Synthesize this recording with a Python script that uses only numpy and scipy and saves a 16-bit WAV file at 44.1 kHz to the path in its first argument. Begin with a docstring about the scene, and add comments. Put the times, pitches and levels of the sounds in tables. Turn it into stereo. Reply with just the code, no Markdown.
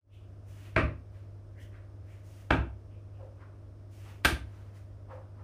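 """A mains hum and the low rumble of a small room fade in. Clothes rustle, a sleeve swishes, and at 0.8 s
a dart thuds into a bristle board hanging on a door. The blow rings the board and shakes the door, which
knocks back in its frame. After more rustles and a swish, a second dart thuds in at 2.5 s. Soft scuffs
and another swish lead to the third, which lands at 4.2 s with a bright metallic clack.
A few last rustles and scuffs follow over the hum."""
import sys
import numpy as np
from scipy import signal
from scipy.fft import rfft, irfft
from scipy.io import wavfile
from scipy.ndimage import uniform_filter1d

SR = 44100
rng = np.random.default_rng(int(sys.argv[2]) if len(sys.argv) > 2 else 0)


def to_wav(sig):
    """Store sig (one row per channel, or 1-D mono) as 16-bit WAV at the path in sys.argv[1].

    Samples outside -1..1 are clipped; the rate is SR.
    """
    pcm = np.clip(np.atleast_2d(sig), -1, 1) * 32767
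    pcm = np.round(pcm).astype(np.int16)
    wavfile.write(sys.argv[1], SR, pcm.T)  # frames by channels


N = 239806
RUB_LEAD_S, BLOW_LEAD_S = .13, .02  # time kept ahead of a rub's loudest moment, and ahead of a blow


def gain_of(db):
    """Turns decibels into a number to multiply by."""
    return 10 ** (np.asarray(db) / 20)


def unit_rms(x):
    """Scales a sound to an average (rms) level of 1."""
    return x / np.sqrt(np.mean(x ** 2) + 1e-20)


def curve_at(points, hz):
    """Joins a table's points along a pitch scale and gives the values at hz."""
    point_hz, value = np.transpose(points)
    return np.interp(np.log(hz + 1), np.log(point_hz + 1), value)


def bins(size):
    """The frequencies in a sound of so many samples."""
    return np.fft.rfftfreq(size, 1 / SR)


def add(mix, start_s, sound):
    """Adds a stereo sound to the mix at a given time."""
    part = mix[:, max(round(start_s * SR), 0):][:, :sound.shape[1]]
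    part += sound[:, :part.shape[1]]


def shaped(x, db):
    """Turns each frequency up or down by its own number of dB."""
    return irfft(rfft(x) * gain_of(db), x.shape[-1])


def sides(lean_db):
    """The dB for left and right that make the left louder by lean_db."""
    return np.array([[.5], [-.5]]) * lean_db


def flattened(x, width):
    """Evens out the spectrum, averaging over `width` neighbouring frequencies."""
    spectrum = rfft(x)
    power = abs(uniform_filter1d(abs(spectrum) ** 2, width, axis=-1))
    return irfft(spectrum / np.sqrt(power + 1e-12), x.shape[-1])


# Sound in the room. Each row: frequency in Hz, how alike left and right are from 0 to 1.
ROOM_LIKENESS = [(60, 0.94), (250, 0.83), (500, 0.61), (1000, 0), (2000, 0), (5000, 0.051), (15000, 0)]


def stereo_noise(size, likeness=ROOM_LIKENESS):
    """White noise at two microphones, alike in the bass and unrelated in the treble."""
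    left, other = rfft(rng.standard_normal((2, size)))
    same = np.clip(curve_at(likeness, bins(size)), -1, 1)
    right = same * left + np.sqrt(1 - same ** 2) * other
    return irfft(np.array([left, right]), size)


# The quiet room's noise. Each row: frequency in Hz, relative level in dB.
AIR_TONE = [(20, -17), (38, 2), (60, 1), (85, 4), (125, -14), (300, -14), (450, -17), (640, -16.5),
            (800, -25), (1250, -25.5), (2000, -35.5), (4000, -42.5), (10000, -56.5), (15500, -60.5)]
# Its balance. Each row: frequency in Hz, dB by which the left is louder.
AIR_LEAN = [(100, -0.5), (500, 4.5), (1200, 0.5), (4200, 1), (5200, 21.5), (7500, 11), (9200, 28.5),
            (11000, 7.5), (15000, 19)]
# Mains and motor tones. Each row: frequency in Hz, level in dB.
HUM_TONES = [(100.0, -48), (150, -69), (287, -72.5), (342, -70.5), (560, -78), (618, -73.5)]


def background(air_db=-52, waver_db=1.1, waver_points=40):
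    """Wavering mains hum and faint motor tones over low rumble and microphone hiss."""
    t, hz = np.arange(N) / SR, bins(N)
    air = unit_rms(shaped(stereo_noise(N), curve_at(AIR_TONE, hz) + sides(curve_at(AIR_LEAN, hz))))
    hum = np.zeros(N)
    for tone_hz, db in HUM_TONES:
        waver = np.interp(t, np.linspace(0, t[-1], waver_points), rng.standard_normal(waver_points))
        tone = np.sqrt(2) * np.sin(2 * np.pi * (tone_hz * t + rng.random()))
        hum += gain_of(db + waver_db * waver) * tone
    return gain_of(air_db) * air + hum * gain_of(sides(lean_db=1.96))


def rub(centre_hz, octaves, size=32768, steepness_db=42):
    """The noise of rubbing, strongest around its centre frequency."""
    widths_away = np.log2((bins(size) + 1) / centre_hz) / octaves
    return unit_rms(shaped(stereo_noise(size), -steepness_db * np.log10(1 + widths_away ** 2 / 2)))


def swell(peak_s, rise_s, fall_s, size=32768):
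    """A loudness curve that rises softly to a peak, then fades."""
    t = np.arange(size) / SR - peak_s
    return np.exp(-(np.minimum(t, 0) / rise_s) ** 2 - np.maximum(t, 0) / fall_s)


# Soft scuffs. Each row: peak time and rise time in seconds, level in dB, centre in Hz,
# hollow ring in dB compared with the scrape.
SCUFFS = [(3.21, 0.022, -54, 660, 3), (3.43, .04, -56, 1120, -19), (4.09, .05, -58, 900, -10.5),
          (5.12, 0.026, -47.5, 900, 1), (5.42, 0.051, -58.5, 1020, 0)]
# The hollow ring under a scuff. Each row: frequency in Hz, relative level in dB.
HOLLOW_TONES = [(525, 1.5), (563, -4.5), (612, -10.5)]


def scuffs(size=32768, wander=0.03, ring_lag_s=.025):
    """Short rubs, as of shoes on the floor; the heavier ones ring hollow and unsteady."""
    out, t = np.zeros((2, N)), np.arange(size) / SR
    for peak_s, rise_s, db, centre_hz, hollow_db in SCUFFS:
        scrape = rub(centre_hz, octaves=0.67) * swell(RUB_LEAD_S, rise_s, fall_s=0.067)
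        drifts = wander * np.cumsum(rng.standard_normal((len(HOLLOW_TONES), size)), axis=1)
        tones = sum(gain_of(tone_db) * np.sin(2 * np.pi * hz * t + drift)
                    for (hz, tone_db), drift in zip(HOLLOW_TONES, drifts))
        ring = unit_rms(tones) * swell(RUB_LEAD_S + ring_lag_s, rise_s=0.037, fall_s=.055)
        add(out, peak_s - RUB_LEAD_S, gain_of(db) * (scrape + gain_of(hollow_db) * ring))
    return out


# The hiss of cloth. Each row: frequency in Hz, relative level in dB.
HISS_TONE = [(2000, -6.5), (4000, -5), (6000, -0.5), (8000, -5), (9700, -4), (12000, -9.5), (14500, -8),
             (16000, -3.5)]


def cloth_hiss(size):
    """The fine hiss of sliding cloth, a little to the left."""
    return unit_rms(shaped(stereo_noise(size), curve_at(HISS_TONE, bins(size)) + sides(lean_db=2)))


# Cloth rustles; the narrow ones almost squeak. Each row: peak time and length in seconds,
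# rub level in dB, centre in Hz, width in octaves, hiss level in dB.
RUSTLES = [(0.153, 0.1, -60.5, 2800, 0.34, -69.5), (1.18, 0.14, -67, 1580, 1.06, -78),
           (1.602, 0.086, -57.5, 1853, 0.26, -74.5), (1.628, 0.076, -62.5, 3030, 0.19, -62.5),
           (1.762, 0.1, -59, 1590, 0.62, -82), (2.133, .17, -63.5, 1970, 0.6, -69.5),
           (2.948, 0.12, -70.5, 2560, 0.27, -90), (3.174, .1, -72.5, 2700, 0.21, -93.5),
           (4.58, 0.33, -63, 1085, 1.18, -73), (4.771, 0.085, -63.5, 1376, 1.1, -67)]


def rustles(rise_share=0.39):
    """Small movements of the clothes: a rub and some hiss swell and fade together."""
    out = np.zeros((2, N))
    for peak_s, length_s, db, centre_hz, octaves, hiss_db in RUSTLES:
        cloth = gain_of(db) * rub(centre_hz, octaves) + gain_of(hiss_db) * cloth_hiss(size=32768)
        loudness = swell(RUB_LEAD_S, rise_share * length_s, (1 - rise_share) * length_s)
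        add(out, peak_s - RUB_LEAD_S, cloth * loudness)
    return out


# The sleeve's swish. Each row: frequency in Hz, relative level in dB.
SWISH_TONE = [(300, -9), (600, -6.5), (1500, 1.5), (2800, 1.5), (4500, -12), (8000, -20.5)]
# The arm's swings. Each row: start and fastest moment in seconds before the hit, hiss and swish in dB.
THROWS = [(0.29, 0.094, -64.5, -56.5), (0.26, 0.091, -64.5, -63.5), (0.33, 0.14, -64, -56.5)]


def sleeve(slide_rise_s=0.018, hiss_fall_db_per_s=109.5, rise_db_per_s=73, fall_db_per_s=128.5):
    """Cloth hisses over the arm all through a throw; the swish peaks when the arm is fastest."""
    t, out = np.arange(N) / SR, np.zeros((2, N))
    hiss = cloth_hiss(N)
    swish = unit_rms(shaped(stereo_noise(N), curve_at(SWISH_TONE, bins(N))))
    for (hit_s, *_), (start_s, fastest_s, hiss_db, swish_db) in zip(DARTS, THROWS):
        sliding = .5 + .5 * np.tanh((t - hit_s + start_s) / slide_rise_s)
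        peak_s = hit_s - fastest_s
        before, after = np.maximum(peak_s - t, 0), np.maximum(t - peak_s, 0)
        out += sliding * hiss * gain_of(hiss_db - hiss_fall_db_per_s * after)
        out += sliding * swish * gain_of(swish_db - rise_db_per_s * before - fall_db_per_s * after)
    return out


# The room's echo. Each row: frequency in Hz, seconds to fade by 60 dB.
ECHO_FADE = [(100, 0.52), (300, 0.32), (700, 0.32), (1500, 0.28), (3000, 0.28), (6000, 0.26), (10000, 0.24),
             (15000, 0.19)]
# A blow's bass builds slowly, so it is strong in the echo. Each row: frequency in Hz, boost in dB.
ECHO_TONE = [(100, 6), (200, 2), (300, 0.5), (500, 1), (800, -3), (1500, -2.5), (15000, -1)]
# The echo's balance. Each row: frequency in Hz, dB by which the left is louder.
ECHO_LEAN = [(100, 4), (300, 2), (600, 1), (1200, 2), (2300, -1), (4500, 2), (9000, 7.5), (15000, -0.5)]


def room_echo(size=32768, build_s=0.0081):
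    """Reflections thicken over the first milliseconds; the treble dies first."""
    hz, slice_s, slices = signal.stft(stereo_noise(size, ROOM_LIKENESS), SR, nperseg=256)
    decay = gain_of(-60 * np.maximum(slice_s - BLOW_LEAD_S, 0) / curve_at(ECHO_FADE, hz)[:, None])
    tail = signal.istft(slices * decay, SR, nperseg=256)[1][:, :size]
    age_s = np.maximum(np.arange(size) / SR - BLOW_LEAD_S, 0)
    onset = 1 - np.exp(-(age_s / build_s) ** 2)
    tone_db = curve_at(ECHO_TONE, bins(size)) + sides(curve_at(ECHO_LEAN, bins(size)))
    return shaped(flattened(tail * onset, width=40) * onset, tone_db)


# The door's own low notes. Each row: frequency in Hz, relative level in dB, seconds to fade by 60 dB.
DOOR_NOTES = [(55, -5.5, .25), (65.9, 0.5, 0.46), (72, -6.5, 0.24), (73.2, -4.5, 0.4), (90.1, -10, 0.21),
              (100, -10, 0.099), (105.4, 1.5, 0.3), (126.6, -6.5, 0.2), (151.7, -1.5, 0.31)]


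def door(rise_s, dull_db):
    """The shaken door booms, alike on both sides; its notes lose dull_db for each octave up."""
    t, lowest_hz = np.arange(SR) / SR, DOOR_NOTES[0][0]
    boom = np.zeros(SR)
    for hz, db, fade_s in DOOR_NOTES:
        level_db = db - dull_db * np.log2(hz / lowest_hz) - 60 * t / fade_s
        boom += gain_of(level_db) * np.sin(2 * np.pi * hz * t)
    return np.tile(boom * (1 - np.exp(-t / rise_s)), (2, 1))


# The crunch of the point going in. Each row: frequency in Hz, how alike left and right are from 0 to 1.
BITE_LIKENESS = [(60, 1), (500, 1), (1000, 0.13), (2000, 0.073), (5000, 0.02), (15000, 0)]
# Its tone, weak in the upper bass. Each row: frequency in Hz, level in dB.
BITE_TONE = [(100, -1.5), (200, -7), (350, -7), (500, -3.5), (750, -3.5), (1500, -3), (3000, -1.5),
             (9000, -3.5), (14000, -2)]
# Its balance. Each row: frequency in Hz, dB by which the left is louder.
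BITE_LEAN = [(100, -4.5), (450, 3.5), (800, 7.5), (1200, -1.5), (2000, 0.5), (2800, -4.5), (3800, -2.5),
             (5000, 1.5), (7000, 7), (10000, 1.5), (15000, -8.5)]


def bite(length_s, size=32768, grip_growth=.1):
    """The point drives into the fibres: a dense crunch that lasts until the dart stops."""
    progress = np.maximum(np.arange(size) / SR - BLOW_LEAD_S, 0) / length_s
    grip = (progress > 0) * (1 + grip_growth * progress) / (1 + progress ** 10)
    crunch = flattened(stereo_noise(size, BITE_LIKENESS) * grip, width=70)
    crunch = flattened(crunch * np.minimum(2 * grip, 1), width=160)
    return shaped(crunch, curve_at(BITE_TONE, bins(size)) + sides(curve_at(BITE_LEAN, bins(size))))


def ringing_click(spectrum_db):
    """A click with this spectrum that starts at once and then rings out, with energy 1."""
    log_gain = np.log(gain_of(np.r_[spectrum_db, spectrum_db[-2:0:-1]]))
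    spectrum = np.exp(np.conj(signal.hilbert(log_gain)))  # puts the energy as early as possible
    click = np.fft.ifft(spectrum).real[:len(spectrum_db) // 2]
    return click / np.linalg.norm(click)


# Each blow's tone, set by where the point goes in. Each row: one dart's pairs of Hz and relative dB.
BLOW_TONES = [
    [(120, -5), (190, -8.5), (320, 2.5), (480, -6), (630, -4), (830, -10), (1150, 2), (1700, -3),
     (2400, -4), (3200, -18), (4300, -23), (7000, -39.5), (9500, -41), (15000, -71.5)],
    [(120, -17.5), (190, -7), (300, 1.5), (480, -5.5), (650, -2.5), (900, -1), (1080, -4), (1450, 1.5),
     (2100, -11.5), (3200, -13), (4400, -26.5), (7000, -37), (9500, -41.5), (15000, -55)],
    [(120, -26.5), (190, -11), (320, -2.5), (480, -10), (700, -6), (1000, -10), (1600, -1.5), (2100, -8),
     (3200, -6.5), (4700, -12.5), (7000, -21), (9300, -22.5), (11000, -22), (14500, -25)],
]
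# Where the board, its wires and the darts ring. Each row: frequency and width in Hz,
# then the boost in dB for the first, second and third dart.
BOARD_RINGS = [(256, 46, 5.9, 8.9, 5), (337, 29, 5.4, 8.8, 3.9), (629, 110, 9.9, 3, 1.7),
               (638, 41, 1, 7.2, 2), (817, 9.6, 2.5, 2.9, 4), (872, 67, 6.1, 5.1, 6.2),
               (926, 28, 1.8, 10, 4), (1200, 48, 4.3, 6.5, 11), (1335, 60, 2.3, 4.4, 4.4),
               (1596, 160, 5, 6, 11.3), (1890, 50, 7.7, 1.9, 3.9), (2320, 200, 3.9, 11, 8.1),
               (2640, 70, 2, 4, 5.04), (2660, 270, 3.7, 2.86, 0.98), (3530, 98, 1, 5.9, 3),
               (9090, 680, 4.6, 2, 8.1)]


def board(dart, size=16384):
    """One dart's blow, coloured by the ringing it sets off in the board."""
    hz = bins(size)
    boost_db = sum(boosts[dart] / (1 + (2 * (hz - ring_hz) / width_hz) ** 2)
                   for ring_hz, width_hz, *boosts in BOARD_RINGS)
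    return ringing_click(curve_at(BLOW_TONES[dart], hz) + boost_db)


# The three hits. Each row: time in seconds, thud level in dB, bite length in seconds, echo boost in dB,
# dB by which the bite is louder on the right, door level in dB, door dullness in dB per octave,
# seconds from the hit to the door's boom and to its knock back, boost of that knock in dB.
DARTS = [(0.7625, 10, 0.0052, 1.6, -1.3, -28.5, -0.8, 0.0025, 0.07, 3),
         (2.506, 13, 0.0069, -1.7, -1, -28, -1.5, 0.0026, 0.079, 0),
         (4.248, 14, 0.011, -2.5, 2.5, -28, 5.5, .0046, .076, 2.5)]


def darts():
    """Each dart bites, rings the board into the room, and sets the door booming and knocking back."""
    out = np.zeros((2, N))
    for dart, row in enumerate(DARTS):
        hit_s, db, bite_s, echo_db, right_db, door_db, dull_db, boom_s, knock_s, knock_db = row
        crunch_and_echo = bite(bite_s) * gain_of(sides(-right_db)) + gain_of(echo_db) * room_echo()
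        thud = signal.fftconvolve(crunch_and_echo[:, :SR // 2], board(dart)[None], axes=1)
        add(out, hit_s - BLOW_LEAD_S, gain_of(db) * thud)
        add(out, hit_s + boom_s, gain_of(door_db) * door(rise_s=0.0031, dull_db=dull_db))
        add(out, hit_s + knock_s, gain_of(door_db + knock_db) * door(rise_s=0.0044, dull_db=dull_db + 3))
    return out


def scene():
    """Darts, the thrower's small movements and the room."""
    return darts() + sleeve() + rustles() + scuffs() + background()


def record(dry, low_cut_hz=38, high_cut_hz=15400, fade_s=0.18):
    """The microphone loses the deepest bass, the sound fades in, and the highest treble is cut."""
    thinned = signal.sosfilt(signal.butter(2, low_cut_hz, "high", fs=SR, output="sos"), dry)
    faded = thinned * (1 - np.exp(-(np.arange(N) / SR / fade_s) ** 2))
    treble_cut = signal.firwin(511, high_cut_hz, window=("kaiser", 9), fs=SR)
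    return signal.oaconvolve(faded, treble_cut[None], "same")


dry = scene()
out = record(dry)
to_wav(out)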